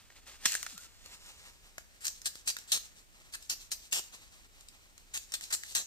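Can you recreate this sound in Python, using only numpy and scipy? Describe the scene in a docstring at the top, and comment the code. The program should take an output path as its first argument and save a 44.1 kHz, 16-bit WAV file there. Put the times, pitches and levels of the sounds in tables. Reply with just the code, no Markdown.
"""Dry leaves rustle and a bamboo shoot cracks off at the ground; it is lifted, then trimmed with a knife.
Each quick stroke fractures a run of crisp fibres, whose impulses excite the hollow shoot and its soft butt.
Husks squeak, tick and brush between the strokes. The culms of the thicket scatter the sound into a
bright tail, over a faint forest hiss, a few metres from a phone with two microphone ports."""
import sys
import numpy as np
from scipy import signal
from scipy.fft import rfft, irfft
from scipy.io import wavfile
from scipy.ndimage import uniform_filter1d, map_coordinates

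SR = 44100
rng = np.random.default_rng(int(sys.argv[2]) if len(sys.argv) > 2 else 0)


def output_pcm(signal):
    """Save a mono or channel-first signal as 16-bit PCM at the path in sys.argv[1].

    Samples are clipped to [-1, 1] before scaling.
    """
    pcm = np.clip(np.atleast_2d(signal).T, -1, 1) * 32767
    wavfile.write(sys.argv[1], SR, np.round(pcm).astype(np.int16))


N = 258426

# Spectrum of the forest hiss. Each row: frequency in Hz, relative level in dB.
FOREST_SPECTRUM = [(12, -32), (28, 26.5), (40, 14.5), (60, 18.5), (120, 5), (250, 2.5), (600, -4.5),
                   (1200, -8.5), (2000, -10), (4000, -12.5), (8000, -10.5), (15000, -10.5)]
# Likeness of that hiss at the two ports. Each row: frequency in Hz, correlation.
FOREST_CORRELATION = [(40, -0.12), (200, 0.12), (600, 0.38), (1200, -0.85), (2500, 1), (5000, -0.019)]
# Reverberation of the thicket. Each row: band centre in Hz, 60 dB decay time in seconds, gain in dB.
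THICKET_BANDS = [(200, 0.54, -23), (600, 0.5, -10.5), (1500, 1, -17), (3700, 0.24, -9.5),
                 (6470, 0.34, -6.5), (9100, 0.18, -7), (14800, 0.27, -2)]
# A body moves through dry leaves. Each row: start and length in seconds, relative level in dB,
# woody ring in dB above that level.
LEAF_SWELLS = [(0.257, 0.053, -51.5, -0.5), (0.297, 0.077, -55, 0.5), (0.502, 0.37, -50, -13.5),
               (.64, 0.025, -52, 0), (0.93, 0.3, -57, -2.5), (1.196, 0.15, -53.5, -4),
               (1.29, 0.27, -57.5, -0.5), (2.93, 0.1, -60, -6), (4.117, 0.082, -54, -4),
               (4.16, 0.25, -63.5, -3.5), (5.2, 0.057, -54, -18), (5.413, 0.053, -47, -12.5),
               (5.606, 0.17, -49.5, -18)]
# The shoot is worked loose. Each row: start and length in seconds, first and last pitch in Hz, level in dB.
HUSK_GLIDES = [(0.72, 0.058, 331, 137, -58), (0.751, 0.068, 1298, 1560, -59),
               (0.827, 0.051, 1564, 1230, -64)]
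# Cracks of stalk, husk and twig; the row at 1.7812 joins the butt's knock on the ground. Each row: start in
# seconds, relative level, cavity gain, thud gain in dB.
SINGLE_CRACKS = [ (.102, -62, 10.5, 7.5), (.5208, -27.5, -14, -30), (.531, -33, -5, -32),
                 (0.541, -30.5, -5.5, -32), (.5515, -27, 0, -19), (.629, -31, -2, -14),
                 (0.6648, -36, 4, -20), (0.7785, -39, -4.5, -30), (1.060, -44.5, -14, -13),
                 (1.7812, -40.5, 3, -14), (2.054, -29, -16, -28), (2.068, -29, -17, -36),
                 (2.081, -29, -29, -31), (2.217, -41.5, -13, -25), (2.355, -42, -9, -9),
                 (2.567, -37, 1, -17), (2.587, -39, -10, -15), (3.426, -46.5, -14, -29),
                 (3.499, -31, -26, -38), (3.928, -26, -14, -17), (4.609, -49, -12, -14),
                 (4.686, -47, -21, -38), (4.979, -47.5, -5, -29), (5.175, -32.5, -22, -21),
                 (5.3208, -37, -5, -26), (5.3396, -33, -15, -10), (5.41, -39.5, -1.5, -18),
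                 (5.439, -40.5, -12, -25), (5.635, -41, 3.5, -20), ]
# Knife strokes. Each row: start and length in seconds, relative level in dB, change over the stroke in dB,
# cavity gain in dB, length of the scrape before the bite in seconds.
KNIFE_STROKES = [ (2.045, 0.042, -35.5, -7.5, -9.5, 0.039), (2.2567, .021, -29, -5, -14, 0.013),
                 (2.474, 0.034, -29, -6.5, -14.5, 0.016), (2.718, 0.059, -24.5, -15, -13, 0.042),
                 (3.337, 0.018, -40, -1, -7, 0.014), (3.496, 0.042, -32, -10.5, -14, 0.0035),
                 (3.716, 0.034, -28.5, -22.5, -12.5, 0.0093), (3.923, 0.075, -30.5, -7, -14.5, 0.012),
                 (5.139, .039, -36.5, -3.5, -11, 0.004), (5.338, 0.017, -31, -8, -11.5, 0.017),
                 (5.505, 0.019, -40, -6, -4, 0.0027), (5.525, 0.026, -28.5, -4, -12, 0),
                 (5.7498, 0.071, -27, -18.5, -10.5, 0.0084), ]
# Spectra of bursting fibres and of the soft butt. 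Each row: frequency in Hz, relative level in dB.
FIBRE_SPECTRUM = [(300, -44), (1500, -17.5), (2600, -3), (3200, -3), (3900, 1), (5200, 0), (7000, 0.5),
                  (9000, -2), (12000, -4.5), (15200, -10.5)]
BUTT_SPECTRUM = [(50, -21), (130, -1), (230, -2), (380, -1), (600, 1.5), (850, 0.5), (1300, -1),
                 (3000, -42)]
# Bearing of the work. Each row: time in seconds, delay at the right port in milliseconds.
RIGHT_DELAY = [(0, 0.045), (.7, 0.055), (1.3, 0.14), (2, 0.2), (5.86, 0.19)]
# Responses of the microphone ports. Each row: frequency in Hz, gain in dB.
LEFT_RESPONSE = [(500, -2.5), (1100, -3), (2200, 2), (6500, 0.5), (7500, 3), (8400, 6), (9000, 3),
                 (9600, -3.5), (10500, -9), (11700, 0), (13000, -3.5)]
RIGHT_RESPONSE = [(500, -2.5), (1100, 0.5), (2200, 2), (6500, 2.5), (7500, 2.5), (8100, -10), (8800, -8),
                  (9600, -7), (10600, -6), (11600, -6), (13000, -4)]


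def undb(db):
    """Decibels express an amplitude ratio logarithmically."""
    return 10 ** (np.asarray(db) / 20)


def spectrum_at(points, hz):
    """Interpolation of (Hz, value) points on a log-frequency axis."""
    f, value = np.transpose(points)
    return np.interp(np.log(np.maximum(hz, 1)), np.log(f), value)


def response(points, size=2048):
    """Minimum phase: folding the cepstrum turns (Hz, dB) points into a causal impulse response."""
    gain = undb(spectrum_at(points, np.fft.rfftfreq(size, 1 / SR)))
    cepstrum = irfft(np.log(gain))
    cepstrum[1:size // 2] *= 2
    cepstrum[size // 2 + 1:] = 0
    return irfft(np.exp(rfft(cepstrum)))


def convolve(x, h):
    """Linear filtering: each channel is convolved with an impulse response."""
    return signal.fftconvolve(np.atleast_2d(x), np.atleast_2d(h), axes=-1)[:, :N]


def colour(clicks, points):
    """A filter of unit energy shapes the spectrum of clicks and keeps their power."""
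    h = response(points)
    return convolve(clicks, h / np.linalg.norm(h))[0]


def highpass(x, hz):
    """A first-order slope attenuates frequencies below the corner."""
    return signal.sosfilt(signal.butter(1, hz, "high", fs=SR, output="sos"), x)


def crackle(size, rate, spread_db):
    """Shot noise of unit power: random clicks, a few stronger than the rest."""
    strength = undb(spread_db * np.minimum(rng.exponential(size=size), 3.5))
    clicks = np.sign(rng.standard_normal(size)) * strength * (rng.random(size) < rate / SR)
    return clicks / np.sqrt(np.mean(clicks ** 2) + 1e-12)


def add(bus, s, sound):
    """Superposition: a sound joins the mix at s seconds."""
    i = max(int(s * SR), 0)
    bus[..., i:i + sound.shape[-1]] += sound[..., :max(N - i, 0)]


def drift(rate):
    """Smoothed random steps give a fluctuation with spread near 1."""
    step = int(SR / rate)
    return uniform_filter1d(np.repeat(rng.standard_normal(N // step + 1), step), step)[:N]


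def forest(db=-59.5):
    """Partly correlated noise: the even hiss of far foliage and a low stir of air."""
    hz = np.fft.rfftfreq(N, 1 / SR)
    alike = np.clip(spectrum_at(FOREST_CORRELATION, hz), -1, 1)
    noise = rfft(rng.standard_normal((2, N))) * undb(spectrum_at(FOREST_SPECTRUM, hz))
    mid, side = noise * np.sqrt([1 + alike, 1 - alike])
    air = irfft([mid + side, mid - side], N)
    return air / air.std() * undb(db)


def sway(x, rate=5, depth_s=0.00024):
    """Delay modulation: the culms sway, so their echo paths wander and no pitch settles."""
    return np.array([map_coordinates(side, [np.arange(N) + depth_s * SR * drift(rate)]) for side in x])


def thicket(x, near_db=-7, near_s=0.0089):
    """Scattering: ground and near stalks return the treble at once; hundreds of culms answer later."""
    t = np.arange(SR) / SR
    hz = np.fft.rfftfreq(SR, 1 / SR)
    centres = [row[0] for row in THICKET_BANDS]
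    echoes = rfft([crackle(SR, rate=3500, spread_db=1.8) for _ in range(2)])
    tail = 0
    for (_, t60, db), weights in zip(THICKET_BANDS, np.eye(len(centres))):
        fade = undb(-60 * t / t60) * (1 - np.exp(-t / 0.002))
        band = irfft(echoes * spectrum_at(np.transpose([centres, weights]), hz), SR)
        tail = tail + band * fade * undb(db) / np.linalg.norm(fade)
    near = np.array([crackle(SR, rate=6000, spread_db=0.31) for _ in range(2)]) * np.exp(-t / near_s)
    near = highpass(near / np.linalg.norm(near, axis=1, keepdims=True), hz=3000)
    return sway(convolve(x, tail)) + undb(near_db) * convolve(x, near)


def hollow(clicks, hz, q=3.9):
    """Resonance: a hollow body gathers the power of the clicks into one broad peak."""
    b, a = signal.iirpeak(hz, q, fs=SR)
    return signal.lfilter(b, a, clicks) / np.sqrt(b[0])


def cavity_hz(centre_hz=1706, scatter=0.01):
    """The natural frequency of the shoot's cavity shifts a little with the grip."""
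    return centre_hz * (1 + scatter * rng.standard_normal())


def husk(clicks, decay_s=0.0009):
    """Damped vibration: each piece of husk splinters with its own brief, uneven ring."""
    t = np.arange(SR // 200) / SR
    ring = rng.standard_normal(len(t)) * np.exp(-t / decay_s)
    ring[0] = 8  # the direct click
    return signal.lfilter(ring / np.linalg.norm(ring), [1], clicks)


def burst(clicks, hollow_db, hollow_hz, thud_db):
    """Impulses excite four paths: fibre alike at both ports, fibre unalike, cavity and butt."""
    cavity = undb(hollow_db) * hollow(clicks[2], hollow_hz)
    return np.array([husk(clicks[0]), husk(clicks[1]), cavity, undb(thud_db) * clicks[3]])


def rustle(stir_db=-68, flicker_db=3.5, thud_db=-6, rise_share=0.39):
    """Incoherent sources add in power: dry leaves click in flurries that swell with each movement."""
    t = np.arange(N) / SR
    # loosened husk brushes after each stroke; columns as in LEAF_SWELLS
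    peels = [(s + 0.057, 0.13, -56, -25) for s, *_ in KNIFE_STROKES]
    leaf, wood = undb(stir_db), undb(stir_db + 1.5)  # sleeves and litter never quite rest
    for s, length, db, wood_db in LEAF_SWELLS + peels:
        swell = undb(db) * np.sqrt(np.interp((t - s) / length, [0, rise_share, 1], [0, 1, 0]))
        leaf = np.hypot(leaf, swell)
        wood = np.hypot(wood, swell * undb(wood_db))
    clicks = np.array([crackle(N, rate=1800, spread_db=1.5) for _ in range(4)])
    clicks *= undb(flicker_db * drift(45))
    woody_ring = hollow(clicks[2] * wood, hz=1800, q=0.76)
    return np.array([clicks[0] * leaf, clicks[1] * leaf, woody_ring, clicks[3] * wood * undb(thud_db)])


def squeaks(waver=0.06):
    """Friction: wet husk slips on the stalk in short, wavering glides."""
    bus = np.zeros(N)
    for s, length, start_hz, end_hz, db in HUSK_GLIDES:
        size = int(length * SR)
        hz = np.geomspace(start_hz, end_hz, size) * (1 + waver * drift(217)[:size])
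        envelope = undb(db) * np.sqrt(2 * np.hanning(size))
        add(bus, s, envelope * np.sin(2 * np.pi * np.cumsum(hz) / SR))
    return bus


def stump(s=0.456, start_hz=290, end_hz=170, db=-32, decay_s=0.0044):
    """Damped recoil: as the shoot breaks off, the stump gives a dull, sinking knock in the soil."""
    bus = np.zeros(N)
    t = np.arange(SR // 10) / SR
    hz = end_hz + (start_hz - end_hz) * np.exp(-t / (2 * decay_s))
    add(bus, s, undb(db) * np.exp(-t / decay_s) * np.sin(2 * np.pi * np.cumsum(hz) / SR))
    return bus


def snap(hollow_db, hollow_hz, thud_db, energy_s=0.0033, splinter_s=0.002):
    """Brittle fracture: one sharp impulse, then a few milliseconds of splintering."""
    t = np.arange(SR // 50) / SR
    clicks = np.array([crackle(len(t), rate=9000, spread_db=0.43) for _ in range(4)])
    clicks *= np.exp(-t / splinter_s)
    clicks[:, 0] = 4  # the opening crack
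    clicks *= np.sqrt(energy_s * SR) / np.linalg.norm(clicks, axis=1, keepdims=True)
    return burst(clicks, hollow_db, hollow_hz, thud_db)


def snaps(knock_s=1.781):
    """Impulsive excitation: the butt knocks once on the ground; stalk and husk crack in the hand."""
    bus = np.zeros((4, N))
    add(bus, knock_s, undb(-47) * snap(hollow_db=7, hollow_hz=720, thud_db=-4))
    for s, db, hollow_db, thud_db in SINGLE_CRACKS:
        add(bus, s, undb(db) * snap(hollow_db, cavity_hz(), thud_db))
    return bus


def tearing(length, db, change_db, hollow_db, thud_db, deepen_db=0):
    """Progressive fracture: fibres burst densely, in a spurt at each layer of husk."""
    attack_s, release_s, bite_s, spurt_s = 0.00076, 0.003, 0.0014, 0.0009
    t = np.arange(SR // 5) / SR
    progress = np.minimum(t / length, 1)
    push = undb(db + change_db * progress)
    push *= (1 - np.exp(-t / attack_s)) * np.exp(-np.maximum(t - length, 0) / release_s)
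    # the first bite through the taut husk is the hardest
    push *= 1 + undb(-5) * np.exp(-t / bite_s)
    # the layers give way at uneven steps
    layer_times = np.cumsum(rng.uniform(0.27, 2.1, len(t) // 50)) / 260
    since_layer = t - np.append(0, layer_times)[np.searchsorted(layer_times, t)]
    spurts = 1 + np.exp(-since_layer / spurt_s)
    spurts /= np.sqrt(np.mean(spurts ** 2))
    fibres = np.array([crackle(len(t), rate=6500, spread_db=0.4) for _ in range(4)])
    return burst(fibres * push * spurts, hollow_db, cavity_hz(), thud_db + deepen_db * progress)


def breaking(s=0.455, strain_s=0.046, crack_s=0.0043, tear_s=0.12):
    """Failure in bending: the shoot creaks ever louder, cracks through, and its last fibres tear."""
    bus = np.zeros((4, N))
    add(bus, s - strain_s, tearing(strain_s, db=-64.5, change_db=21.5, hollow_db=-4.5, thud_db=-13.5))
    add(bus, s, tearing(crack_s, db=-20.5, change_db=0, hollow_db=-4.5, thud_db=-13.5))
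    add(bus, s + crack_s, tearing(tear_s, db=-33.5, change_db=-14.5, hollow_db=-13.5, thud_db=-23))
    return bus


def cuts(thud_db=-26.5, core_db_per_s=225):
    """Fracture under an edge: the blade scrapes, bites, and sounds the soft butt more as it sinks."""
    bus = np.zeros((4, N))
    for s, length, db, change_db, hollow_db, scrape_s in KNIFE_STROKES:
        if scrape_s > 0:
            scrape = tearing(scrape_s, db=-54.5, change_db=8, hollow_db=hollow_db, thud_db=thud_db)
            add(bus, s - scrape_s, scrape)
        add(bus, s, tearing(length, db, change_db, hollow_db, thud_db, core_db_per_s * length))
    return bus


def ports(x, lag_ms):
    """Path difference: sound reaches the right port a little after the left."""
    return np.array([x, map_coordinates(x, [np.arange(N) - lag_ms * SR / 1000])])


def scene():
    """Superposition of the direct sound of fibre, cavity and butt, its echoes and the forest hiss."""
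    fibre, stray, cavity, butt = undb(-0.5) * (breaking() + cuts()) + undb(-2.5) * snaps() + undb(-2) * rustle()
    bright = colour(fibre, FIBRE_SPECTRUM) + cavity
    # the shortest waves leave the fibres in narrow beams, so each port hears its own share
    beams = highpass(colour(stray, FIBRE_SPECTRUM), hz=8000)
    low = colour(butt, BUTT_SPECTRUM) + squeaks() + stump()
    lag_ms = np.interp(np.arange(N) / SR, *np.transpose(RIGHT_DELAY))
    direct = ports(bright, lag_ms) + ports(beams, lag_ms) * [[1], [-1]] + ports(low, 0.92 * lag_ms)
    return direct + thicket(bright + low) + forest()


def record(dry, ceiling=0.45, top_hz=15300):
    """Transduction: each port colours the sound, saturation rounds the peaks, a low-pass cuts the top."""
    coloured = convolve(dry, [response(LEFT_RESPONSE), response(RIGHT_RESPONSE)])
    rounded = ceiling * np.tanh(coloured / ceiling)
    return signal.sosfilt(signal.ellip(8, 0.2, 70, top_hz, fs=SR, output="sos"), rounded)


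dry = scene()
out = record(dry)
output_pcm(out)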